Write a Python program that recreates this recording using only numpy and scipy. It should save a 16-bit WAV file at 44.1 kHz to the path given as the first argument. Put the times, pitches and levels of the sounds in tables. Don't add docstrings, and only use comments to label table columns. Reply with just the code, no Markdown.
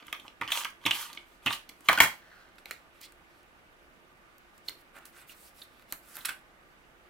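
import sys
import numpy as np
from scipy import signal
from scipy.io import wavfile
from scipy.ndimage import uniform_filter1d

SR = 44100
rng = np.random.default_rng(int(sys.argv[2]) if len(sys.argv) > 2 else 0)


def unload_audio(sound):
    columns = np.transpose(np.atleast_2d(sound))
    steps = np.round(np.clip(columns, -1, 1) * 32767)
    wavfile.write(sys.argv[1], SR, steps.astype(np.int16))


def makeup_ratio(level_db):
    decades = np.asarray(level_db, float) / 20
    return 10 ** decades


N = 312777
STEP = 32

# (f/Hz, width/Hz, level/dB)
CARD_MODES = [(600, 200, -6), (850, 220, -5), (1150, 260, -3), (1500, 220, 0), (1950, 320, -2),
              (2450, 380, 0), (2900, 400, -2), (3400, 400, -1), (3850, 450, 0), (4350, 500, -1),
              (5500, 700, -4)]
# (f/Hz, density/dB)
TAPE_HISS = [(2350, -56.5), (4000, -0.5), (4520, -17.5), (4870, -14.5), (6550, -10), (14800, -10.5),
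             (16000, -10)]


def runner():
    # (f/Hz, width/Hz, level/dB)
    case_modes = [(932, 68, -2), (1100, 80, -2), (1190, 110, 0.5), (1500, 230, -3.5), (1700, 140, -5.5),
                  (1960, 170, -3.5), (2420, 400, 4.5), (2660, 470, 5.5), (3119, 570, 8.5), (3450, 370, 6.5),
                  (4200, 560, 0.5), (6000, 570, 0.5)]
    # (t/s, peak/dB, centre f/Hz, crack re peak/dB, chatter/ms)
    landings = [(0.412, -21, 2030, -27.5, 3.6), (0.414, -31, 1030, -39, 4.9),
                (0.421, -23.5, 1100, -30, 1.7), (0.853, -22.5, 2540, -21.5, 5.6),
                (0.8605, -17.5, 1100, -17, 3.9), (0.8635, -16.5, 3450, -19.5, 3.5),
                (0.8695, -17.5, 2400, -23, 3.2), (0.878, -25, 2500, -29.5, 2.7),
                (0.878, -28.5, 1120, -21.5, 6.6), (1.46, -19.5, 1200, -20.5, 4.4),
                (1.461, -20.5, 2700, -14, 4.1), (1.469, -15, 2400, -35, 4.9),
                (1.468, -23.5, 1150, -30, 5.6), (1.479, -20.5, 2180, -28, 4.6)]
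    # (t/s, peak/dB, centre f/Hz, crack re peak/dB,
    # chatter/ms)
    rattles = [(0.025, -41, 1700, -34, 3.2), (0.0815, -35.5, 1980, -30, 2.1),
               (0.127, -19.5, 2080, -18, 2.3), (0.197, -44, 3300, -13, 5.3), (0.236, -55, 789, -31, 2.5),
               (0.248, -38.5, 958, -39, 5.4), (0.2805, -41.5, 3450, -31, 0.92),
               (0.447, -54, 2500, -26, 3.2), (0.477, -31, 4400, -24.5, 2.4), (0.48, -23.5, 2100, -25, 16),
               (0.5045, -31, 2580, -14, 4), (0.5175, -19, 3270, -12.5, 8.1), (0.519, -22.5, 2250, -18.5, 9),
               (0.561, -35.5, 1800, -23, 3.0), (0.574, -24, 3020, -17, 1.3),
               (0.647, -26.5, 3260, -14.5, 3.1), (0.652, -21.5, 1700, -31.5, 2.7),
               (0.702, -44.5, 1650, -10, 3.8), (0.9095, -17, 2020, -19, 2.3), (0.911, -22, 2830, -16, 1.24),
               (0.925, -35, 3050, -26, 5), (0.933, -36, 2950, -28, 1.3), (0.951, -28.5, 3000, -21, 2.1),
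               (1.13, -37, 3940, -10.5, 2), (1.173, -29.5, 2870, -43, 3.1),
               (1.506, -21.5, 1150, -30.5, 3.0), (1.503, -25, 3100, -26, 5),
               (1.526, -20.5, 3380, -15.5, 8.3), (1.691, -38.5, 3320, -8.5, 2.9),
               (1.695, -42, 2140, -8.5, 1.9),
               (0.068, -49, 2500, -4.5, 1.5),
        (1.149, -50, 3600, -4.5, 2.5),
        (1.807, -50.5, 1920, -6.5, 2.0),
    ]
    # (t/s, peak/dB, pitch f/Hz, swell/ms)
    tip_pings = [(0.4145, -26.5, 2060, 1.04), (0.4205, -30, 2380, 0.72), (0.434, -36, 2400, 1.1),
                 (0.448, -40, 2400, 0.9), (0.4768, -26.5, 2880, 0.48), (0.5047, -25.5, 1700, 0.29),
                 (0.8633, -15, 2400, 0.47), (0.8635, -17, 3450, 0.62), (0.8675, -14.5, 2770, 0.51),
                 (0.8748, -23, 2920, 0.53), (0.9108, -14.5, 3005, 0.71), (0.915, -14, 2920, 0.38),
                 (1.463, -13.5, 3000, 0.37), (1.4667, -20, 2890, 0.52), (1.4755, -19, 2630, 1),
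                 (1.5078, -25, 1810, 0.45)]
    # (t/s, length/s, body rattle/dB, hiss/dB)
    pulls = [
        (0.508, 0.18, -35, -38),
        (0.905, 0.23, -39, -40),
        (1.495, 0.1, -40.5, -45),
    ]
    # (t/s, length/s, body rattle/dB, hiss/dB)
    shifts = [
        (0.05, 0.08, -55, -66),
        (0.18, 0.14, -59, -66.5),
        (0.815, 0.056, -53.5, -63.5),
        (1.43, 0.067, -51.5, -59.5),
        (1.135, 0.046, -53.5, -60),
        (1.27, 0.12, -68.5, -69.5),
        (1.76, 0.13, -71, -67.5),
        (1.85, 0.12, -46, -52.5),
    ]
    # (t/s, length/s, body rattle/dB, hiss/dB)
    buzzes = [
        (0.001, 0.055, -51.5, -69),
        (0.145, 0.03, -39, -69.5),
        (0.432, 0.12, -43, -60),
        (0.67, 0.064, -71, -74),
        (0.883, 0.025, -51, -46),
        (1.185, 0.14, -57, -68),
        (1.485, 0.018, -34, -67),
        (1.715, 0.029, -59, -76),
    ]
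    hits = contacts(landings, -21, 1) + contacts(rattles, -58.5, 0.038)
    struck = knocks(hits, case_modes, reach_oct=0.64, lumps_db=2.0, click=1.0, ring_db=-4.0,
                    crack_db=23.0, thud_db=-6.5, thud_cut_hz=75, crack_hz=5566)
    moves = movements(pulls, rise=0.2, hold=0.3, rise_db=11, fall_db=18, hiss_fall_db=25)
    moves += movements(shifts, rise=0.5, hold=0.15, rise_db=7.3, fall_db=14, hiss_fall_db=12)
    moves += movements(buzzes, rise=0.011, hold=0.021, rise_db=0.1, fall_db=30, hiss_fall_db=18)
    strokes = sliding(moves, 1300, 1.5, case_modes, TAPE_HISS, per_s=1100, spread_db=3.5, widen=0.79,
                      likeness=[(5000, 0.64), (15000, 0.94)])
    return placed(struck + pings(tip_pings) + strokes, -3.5, late_samples=1)


def put_down():
    # (f/Hz, width/Hz, level/dB)
    modes = [(860, 150, -14), (1040, 215, 2.5), (1174, 212, -0.5), (1477, 150, -2.5), (1700, 250, -3),
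             (2028, 190, -3), (2350, 140, -9), (2710, 316, -4), (3260, 85, -4), (4130, 380, -4.5),
             (5840, 490, -8.5)]
    # (t/s, peak/dB, centre f/Hz, crack re peak/dB, chatter/ms)
    bounces = [(1.886, -11, 2802, -20, 3.5), (1.888, -15.5, 1200, -32.5, 2.2),
               (1.891, -10.5, 1700, -24, 7.9), (1.8965, -13, 1194, -27, 1.5), (1.907, -16, 1500, -23.5, 13),
               (1.916, -16.5, 1203, -24, 5.5), (1.929, -15, 1093, -20.5, 1.6),
               (1.931, -20.5, 2970, -20, 1.9), (1.9755, -18.5, 3026, -21, 1.5),
               (1.98, -13, 1500, -31.5, 6.6), (1.986, -15, 2595, -22, 1.7), (1.99, -22, 1100, -34, 8.8),
               (2.003, -5, 2150, -15.5, 2.6), (2.0038, -12, 3250, -14.5, 1.6),
               (2.004, -8.5, 1050, -28, 1.2), (2.0095, -10, 2055, -19, 3.7), (2.0205, -9, 1500, -15.5, 6.6),
               (2.031, -13, 1894, -17, 7.8), (2.038, -13.5, 1421, -17.5, 4.6),
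               (2.046, -16.5, 1500, -17, 9.9)]
    # (t/s, peak/dB, pitch f/Hz, swell/ms)
    drop_pings = [
        (1.8867, -10, 2294, 1.4),
        (1.887, -15.5, 1150, 2.8),
        (1.8965, -14.5, 2130, 0.9),
        (1.9755, -18.5, 1500, 2.9),
        (2.0032, -5, 2195, 0.59),
        (2.0033, -11.5, 3220, 0.7),
        (2.0088, -13, 1005, 0.84),
        (2.0125, -14.5, 2016, 1.7),
    ]
    # (t/s, length/s, body rattle/dB, hiss/dB)
    rocking = [
        (1.926, 0.056, -27.5, -45),
        (2.006, 0.21, -26, -29.5),
        (2.175, 0.32, -58, -75.5),
        (2.191, 0.33, -67.5, -93),
    ]
    blows = knocks(contacts(bounces, -24.5, 1), modes, reach_oct=0.56, lumps_db=4.0, click=1.09, ring_db=-3.0,
                   crack_db=26.0, thud_db=-11.5, thud_cut_hz=40, crack_hz=4300)
    moves = movements(rocking[:1], rise=0.21, hold=0.05, rise_db=6.7, fall_db=30, hiss_fall_db=7.7)
    moves += movements(rocking[1:2], rise=0.01, hold=0.026, rise_db=0.1, fall_db=42, hiss_fall_db=53)
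    moves += movements(rocking[2:], rise=0.39, hold=0.223, rise_db=3.5, fall_db=4.9, hiss_fall_db=6.8)
    slides = sliding(moves, [1500, 1700, 1540, 4120], [3.5, 4.8, 0.31, 1.2], modes, TAPE_HISS, per_s=630,
                     spread_db=0.0, widen=1.5, likeness=[(5000, 0.3), (15000, 0.24)])
    return placed(blows + pings(drop_pings) + slides, -0.75, late_samples=2)


def card():
    # (t/s, peak/dB, centre f/Hz, crack re peak/dB)
    snap_rows = [(2.558, -58, 2140, -8.5), (3.0104, -51, 2870, -5.5), (3.0143, -51.5, 3640, 5),
                 (3.1224, -48, 2270, -7.5), (3.4314, -66.5, 2610, 0), (4.3829, -59, 1980, 1.5),
                 (5.0553, -44.5, 2110, -0.5), (5.7957, -46, 1900, -17.5), (5.8234, -48, 2540, -15),
                 (6.1682, -33, 2750, -14)]
    # (t/s, peak/dB, centre f/Hz, crack re peak/dB)
    nail_rap = [(5.9243, -26.5, 3870, -1)]
    # (t/s, peak/dB, centre f/Hz, crack re peak/dB)
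    tap_rows = [(2.582, -45, 1950, -31), (4.5784, -58, 1190, 1.5), (4.9632, -30, 1284, -34),
                (4.9826, -41, 1350, -25), (4.985, -43, 2500, -12), (5.2944, -33, 2780, -27),
                (5.617, -27, 3940, -38), (6.1882, -51, 1760, -15), (6.2075, -44, 3870, -27),
                (6.212, -36, 3450, -27.5)]
    # (t/s, peak/dB, centre f/Hz, crack re peak/dB)
    flick_rows = [(2.6572, -33.5, 2070, -7), (2.662, -35, 825, -28), (2.7098, -25.5, 1700, -4.5),
                  (2.7102, -28.5, 3500, -13), (2.7105, -35.5, 634, -19), (2.714, -33.5, 2096, -12),
                  (4.6838, -28, 4325, -31), (4.6856, -27, 4450, -15.5), (4.686, -20.5, 3060, -12),
                  (4.6855, -56, 1240, -24), (4.6946, -28.5, 2080, -1)]
    # (t/s, peak/dB, pitch f/Hz, swell/ms)
    edge_pings = [
        (2.6575, -37.5, 3920, 0.51),
        (2.6575, -33, 2130, 0.48),
        (2.7102, -30, 2030, 0.6),
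        (2.7102, -34, 4200, 0.85),
        (2.7104, -43, 5770, 0.7),
        (2.714, -34, 2320, 0.64),
        (4.6838, -27.5, 4300, 1.1),
        (5.296, -55, 2750, 1.7),
        (5.303, -50, 2550, 1.5),
    ]
    # (t/s, length/s, body rattle/dB, hiss/dB, centre f/Hz)
    rub_rows = [(2.658, 0.098, -54.5, -63, 2020), (2.928, 0.1, -65, -73, 2100),
                (3.012, 0.067, -50.5, -53, 3830), (3.255, 0.215, -73, -77.5, 5470),
                (4.526, .07, -73, -76, 3000), (4.649, 0.061, -68, -60.5, 3070),
                (4.777, 0.058, -72, -65, 3220), (4.943, 0.056, -50, -62, 1250),
                (4.997, 0.063, -58, -72, 1300), (5.129, 0.14, -55.5, -59, 1610),
                (5.277, 0.074, -57, -53.5, 2660), (5.348, 0.21, -67, -57.5, 2980),
                (5.55, 0.13, -65, -57.5, 3600), (5.644, 0.28, -69, -73.5, 2900),
                (5.886, 0.075, -59, -60.5, 2950), (6.031, 0.31, -58.5, -56, 1500),
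                (6.143, 0.047, -75, -56, 1500), (6.16, 0.047, -52, -81, 1300)]
    # (t/s, length/s, body rattle/dB, hiss/dB, centre f/Hz)
    trembles = [
        (2.583, 0.029, -52.5, -62, 2480),
        (2.713, 0.049, -62, -60, 2000),
        (2.715, 0.18, -58, -78, 4200),
        (4.681, 0.1, -49, -63, 4200),
        (5.053, 0.055, -51.5, -54, 1610),
        (5.925, 0.03, -38.5, -56, 1140),
        (6.25, 0.075, -34.5, -45, 2420),
        (6.286, 0.11, -38.5, -59, 1700),
    ]
    # (f/Hz, density/dB)
    skin_hiss = [(2650, -15), (4500, -9), (6520, -12), (7450, -8), (12200, -8), (14700, -10.5),
                 (16000, -10)]
    sharp = contacts(snap_rows, -54, 0.19, chatter_ms=0.4) + contacts(nail_rap, -19, 0.91, chatter_ms=0.4)
    snaps = knocks(sharp, CARD_MODES, reach_oct=1.24, lumps_db=1.5, click=1.0, ring_db=-13, crack_db=14.0,
                   thud_db=-12.5, thud_cut_hz=14.0, crack_hz=4300)
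    taps = knocks(contacts(tap_rows, -53, 0.22, chatter_ms=3.2), CARD_MODES, reach_oct=0.21, lumps_db=0,
                  click=0.12, ring_db=-2.0, crack_db=20, thud_db=-12.0, thud_cut_hz=79, crack_hz=4300)
    flicks = knocks(contacts(flick_rows, -54, 0.33, chatter_ms=1.0), CARD_MODES, reach_oct=0.15, lumps_db=0,
                    click=0.51, ring_db=-1.0, crack_db=12.0, thud_db=-8.5, thud_cut_hz=83.0, crack_hz=5000)
    moves = movements(rub_rows, rise=0.295, hold=0.36, rise_db=8.8, fall_db=14.4, hiss_fall_db=34)
    moves += movements(trembles, rise=0.011, hold=0.021, rise_db=0.1, fall_db=30, hiss_fall_db=18)
    centres_hz = [row[-1] for row in rub_rows + trembles]
    rubs = sliding(moves, centres_hz, 1.0, CARD_MODES, skin_hiss, per_s=3800, spread_db=1.5, widen=0.94,
                   likeness=[(5000, 0.42), (15000, 0.68)])
    return placed(snaps + flicks + pings(edge_pings) + taps + rubs + trinket(), -4.5, late_samples=0)


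def trinket():
    # (f/Hz, width/Hz, level/dB)
    metal_modes = [(1430, 200, 4), (1950, 350, -4.5), (2400, 300, -2), (3350, 190, -3), (4080, 320, 1),
                   (5480, 120, -8), (7880, 420, -2), (9380, 250, -2), (11220, 260, 0), (13100, 230, -3),
                   (13900, 180, -1), (15300, 200, -1)]
    # (t/s, peak/dB, centre f/Hz, crack re peak/dB, chatter/ms)
    graze_rows = [(6.2505, -32.5, 6900, -14, 2.0), (6.2525, -26.5, 4040, -14, 6.8),
                  (6.2545, -25, 9000, -1, 3.2), (6.256, -27.5, 2560, -15, 2.7),
                  (6.259, -45.5, 7000, -14, 2.1), (6.2865, -41, 5000, 0, 3.0), (6.291, -24, 1500, -6, 2.5),
                  (6.2915, -31, 2400, -10, 3.0), (6.292, -43, 5000, 2, 3.3), (6.305, -49, 2000, -18, 3.5),
                  (6.316, -52, 2000, -20, 3.0)]
    # (t/s, peak/dB, centre f/Hz, crack re peak/dB, chatter/ms)
    thread_rows = [(6.1555, -52, 3170, 14.5, 0.6), (6.164, -54, 3500, 6, 0.5), (6.1685, -55, 3000, 18, 0.6),
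                   (6.1868, -58.5, 3000, 16.5, 0.7), (6.19, -56, 3000, 18, 0.6),
                   (6.209, -60, 3000, 12, 0.8), (6.2125, -55, 3500, 9, 1.0)]
    # (t/s, peak/dB, pitch f/Hz, swell/ms)
    thread_pings = [(6.1553, -36, 12300, 0.3), (6.1685, -32, 11400, 0.3), (6.1687, -37, 14000, 0.3),
                    (6.1865, -39, 14600, 0.4), (6.1898, -39, 14300, 0.3)]
    grazes = knocks(contacts(graze_rows, -53, 0.22), metal_modes, reach_oct=0.9, lumps_db=0, click=0.12,
                    ring_db=0.5, crack_db=14.5, thud_db=-11.0, thud_cut_hz=69, crack_hz=5000)
    threads = knocks(contacts(thread_rows, -54, 0.19), CARD_MODES, reach_oct=0.6, lumps_db=1.5, click=0.3,
                     ring_db=-2.0, crack_db=10.5, thud_db=-19.0, thud_cut_hz=79, crack_hz=9270)
    return grazes + threads + pings(thread_pings)


def contacts(rows, full_scale_thud_db, slope, chatter_ms=None):
    return [(s, peak_db, hz, crack_db, full_scale_thud_db + (slope - 1) * peak_db, chatter_ms or own[0])
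            for s, peak_db, hz, crack_db, *own in rows]


def knocks(events, modes, reach_oct, lumps_db, click, ring_db, crack_db, thud_db, thud_cut_hz, crack_hz):
    # (f/Hz, width/Hz, level/dB)
    table_modes = [(60, 27, -5.5), (112.9, 30, -8.5), (179, 50, -1.5), (256, 84, 8.5), (332, 65, 9.5),
                   (470, 160, -10)]
    ms = np.arange(2048) / SR * 1000
    starts_s = [event[0] for event in events]
    first = round(min(starts_s) * SR)
    span = min(round(max(starts_s) * SR) + SR // 2, N) - first
    mode_hz, mode_db = np.array(modes)[:, 0], np.array(modes)[:, 2]
    probe = np.exp(-2j * np.pi * np.outer(mode_hz, ms) / 1000)
    forces, cracks = np.zeros((len(modes), span)), np.zeros((2, span))
    thuds = np.zeros((len(table_modes), span))
    for s, peak_db, centre_hz, crack_re_db, thud_re_db, chatter_ms in events:
        at = round(s * SR) - first
        during = slice(at, at + len(ms))
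        mode_luck, table_luck = rng.standard_normal(len(modes)), rng.standard_normal(len(table_modes))
        rough, left, right, uneven = rng.standard_normal((4, len(ms)))
        lumps = makeup_ratio(lumps_db * rms_one(uniform_filter1d(uneven, size=30)))
        shape = lumps * np.exp(-ms / chatter_ms) * np.minimum(ms / (0.2 * chatter_ms) + 0.25, 1)
        shape = shape / np.sqrt(np.sum(shape ** 2))
        blow = shape * rough
        blow[0] += click / chatter_ms
        far_db = nearness_db(mode_hz, centre_hz, reach_oct)
        strength = makeup_ratio(peak_db + ring_db + mode_db + far_db + 1.2 * mode_luck)
        strength *= np.hypot(1, click / chatter_ms) / np.maximum(np.abs(probe @ blow), 0.4)
        forces[:, during] += strength[:, None] * blow
        cracks[:, during] += makeup_ratio(peak_db + crack_re_db + crack_db) * (blow + shape * np.array([left, right]))
        thuds[:, at] += makeup_ratio(peak_db + thud_re_db + thud_db + 2.0 * table_luck)
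    body = 0
    for k, (force, (hz, width_hz, _)) in enumerate(zip(forces, modes)):
        body = body + (-1) ** k * ring(force, hz, width_hz)
    table = sum(makeup_ratio(db) * ring(thud, hz, width_hz) for thud, (hz, width_hz, db) in zip(thuds, table_modes))
    cracks = passed(passed(cracks, crack_hz, "high"), 0.45 * SR, "low") * makeup_ratio([[1.3], [-1.3]])
    out = passed(body, 0.6 * mode_hz.min(), "high") + cracks + passed(table, thud_cut_hz, "high")
    return np.pad(out, [(0, 0), (first, N - first - span)])


def pings(rows):
    out, ms = np.zeros(N), np.arange(1024) / SR * 1000
    for s, peak_db, hz, swell_ms in rows:
        age = ms / swell_ms
        tone = age * np.exp(1 - age) * np.sin(2 * np.pi * hz * ms / 1000)
        out[round(s * SR):][:len(ms)] += makeup_ratio(peak_db) * tone
    return out


def movements(rows, rise, hold, rise_db, fall_db, hiss_fall_db):
    return [[(s, body_db - rise_db, hiss_db - rise_db),
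             (s + rise * length_s, body_db, hiss_db),
             (s + (rise + hold) * length_s, body_db, hiss_db),
             (s + length_s, body_db - fall_db, hiss_db - hiss_fall_db)]
            for s, length_s, body_db, hiss_db, *_ in rows]


def sliding(spans, centres_hz, reach_oct, modes, hiss, per_s, spread_db, widen, likeness):
    gains = gains_in_time(spans)
    slips = grains(per_s, spread_db) * drift(60, 1.5)
    hz, width_hz, level_db = np.transpose(modes)
    shares = makeup_ratio(level_db + nearness_db(hz, np.reshape(centres_hz, (-1, 1)), np.reshape(reach_oct, (-1, 1))))
    shares = shares / np.sqrt(np.sum(shares ** 2, axis=1, keepdims=True)) * np.ones((len(spans), 1))
    body = 0
    for k, gain in enumerate(shares.T @ gains[:, 0]):
        tone = rms_one(ring(slips, hz[k], widen * width_hz[k]))
        body = body + (-1) ** k * drift(15, 1.5) * stretched(gain) * tone
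    fine = 0.31 * slips + rng.standard_normal((2, 2, N))
    air = banded(fine, hiss, likeness, patchy_db=2.0) * makeup_ratio([[1.1], [-1.1]])
    return passed(body, 430, "high") + stretched(gains[:, 1].sum(axis=0)) * air


def grains(per_s, spread_db):
    sizes = makeup_ratio(spread_db * np.minimum(rng.exponential(1, N), 5)) * rng.choice([-1, 1], N)
    return rms_one(sizes * (rng.random(N) < per_s / SR))


def gains_in_time(spans):
    t, out = np.arange(0, N + STEP, STEP) / SR, []
    for rows in spans:
        s, *columns = np.transpose(rows)
        fade_in = (t - s[0]) / np.clip(s[1] - s[0], 0.002, 0.01)
        fade_out = (s[-1] - t) / 0.01
        fade = np.clip(np.minimum(fade_in, fade_out) + 1, 0, 1)
        out.append(fade * makeup_ratio([np.interp(t, s, column) for column in columns]))
    return np.array(out)


def ring(force, hz, width_hz):
    r, w = np.exp(-np.pi * width_hz / SR), 2 * np.pi * hz / SR
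    return signal.lfilter([0, np.sin(w)], [1, -2 * r * np.cos(w), r * r], force + 1e-18)


def nearness_db(hz, centre_hz, reach_oct):
    return -np.minimum(6 * (np.log2(hz / centre_hz) / reach_oct) ** 2, 27.0)


def banded(source, spectrum, likeness, patchy_db):
    low_hz, high_hz = spectrum[0][0], spectrum[-1][0]
    edges = np.geomspace(low_hz, high_hz, int(3 * np.log2(high_hz / low_hz)) + 1)
    out = 0
    for k, band in enumerate(zip(edges, edges[1:])):
        sos = signal.butter(2, band, "band", fs=SR, output="sos")
        mid, side = signal.sosfilt(sos, source[k % 2])
        hz = np.sqrt(band[0] * band[1])
        alike = at_hz(likeness, hz)
        gain = makeup_ratio(at_hz(spectrum, hz)) * drift(21, patchy_db)
        out = out + gain * (np.sqrt(1 + alike) * mid + np.sqrt(1 - alike) * side * [[1], [-1]])
    return rms_one(out)


def at_hz(points, hz):
    table_hz, values = np.transpose(points)
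    return np.interp(np.log(hz), np.log(table_hz), values)


def drift(rate_hz, spread_db):
    r = np.exp(-2 * np.pi * rate_hz * STEP / SR)
    slow = signal.lfilter([1], [1, -2 * r, r * r], rng.standard_normal(N // STEP + 2002))[2000:]
    return stretched(makeup_ratio(spread_db * rms_one(slow)))


def stretched(coarse):
    return np.interp(np.arange(N) / STEP, np.arange(len(coarse)), coarse)


def rms_one(x):
    return x / np.sqrt(np.mean(x ** 2) + 1e-20)


def passed(x, hz, kind):
    return signal.sosfilt(signal.butter(4, hz, kind, fs=SR, output="sos"), x + 1e-18)


def placed(x, pan_db, late_samples):
    return np.array([x[0], np.roll(x[1], late_samples)]) * makeup_ratio([[pan_db / 2], [-pan_db / 2]])


def room(x):
    t60_s, alike_below_hz = 0.25, 800
    t = np.arange(SR // 2) / SR
    own, shared = rng.standard_normal((2, len(t))), rng.standard_normal(len(t))
    noise = passed(shared, alike_below_hz, "low") + passed(own, alike_below_hz, "high")
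    top = passed(noise, 0.45 * SR, "high")
    onset = np.clip(t / 0.0024 - 0.25, 0, 1)
    echoes = (noise - top + top * makeup_ratio(-120.0 * t)) * makeup_ratio(-60 * t / t60_s) * onset
    echoes = echoes / np.sqrt(np.sum(echoes ** 2, axis=1, keepdims=True))
    wet = signal.fftconvolve(x.mean(axis=0, keepdims=True), echoes, axes=1)[:, :N]
    return wet * makeup_ratio([[-1.1], [1.1]])


def hum():
    # (f/Hz, density/dB)
    air_spectrum = [(20, 6.5), (60, 2.5), (90, -6), (120, -2.5), (250, -0.5), (400, -3), (640, -1),
                    (1000, -3.5), (1400, -1), (2500, -6), (4000, -16.5), (6300, -22), (13000, -23.5),
                    (16000, -26)]
    # (f/Hz, correlation/1)
    air_likeness = [(60, 0.72), (180, 0.37), (550, 0.52), (1650, -0.36), (4970, 0.15), (15000, -0.15)]
    # (f/Hz, width/Hz, level/dB)
    drones = [(347.8, 21, -72.5), (1190, 30, -74), (1500, 37, -78)]
    air = makeup_ratio(-59.5) * banded(rng.standard_normal((2, 2, N)), air_spectrum, air_likeness, patchy_db=1.0)
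    drone = sum(makeup_ratio(db) * rms_one(ring(rng.standard_normal(N), hz, width_hz)) for hz, width_hz, db in drones)
    return (air + drone) * makeup_ratio([[-1.2], [1.2]])


def scene():
    held, dropped, fingers = runner(), put_down(), card()
    sent = makeup_ratio(-0.5) * (held + dropped) + makeup_ratio(-3.0) * fingers + makeup_ratio(-13.0) * passed(fingers, 4000, "low")
    return held + dropped + fingers + makeup_ratio(-4) * room(sent) + hum()


def roll_off(x):
    return signal.sosfilt(signal.butter(12, 16680, fs=SR, output="sos"), x)


def record(dry):
    top_cut = signal.cheby2(12, 60, 16750, fs=SR, output="sos")
    mix = signal.sosfilt(top_cut, np.clip(dry, -0.97, 0.97))
    return roll_off(mix)


dry = scene()
out = record(dry)
unload_audio(out)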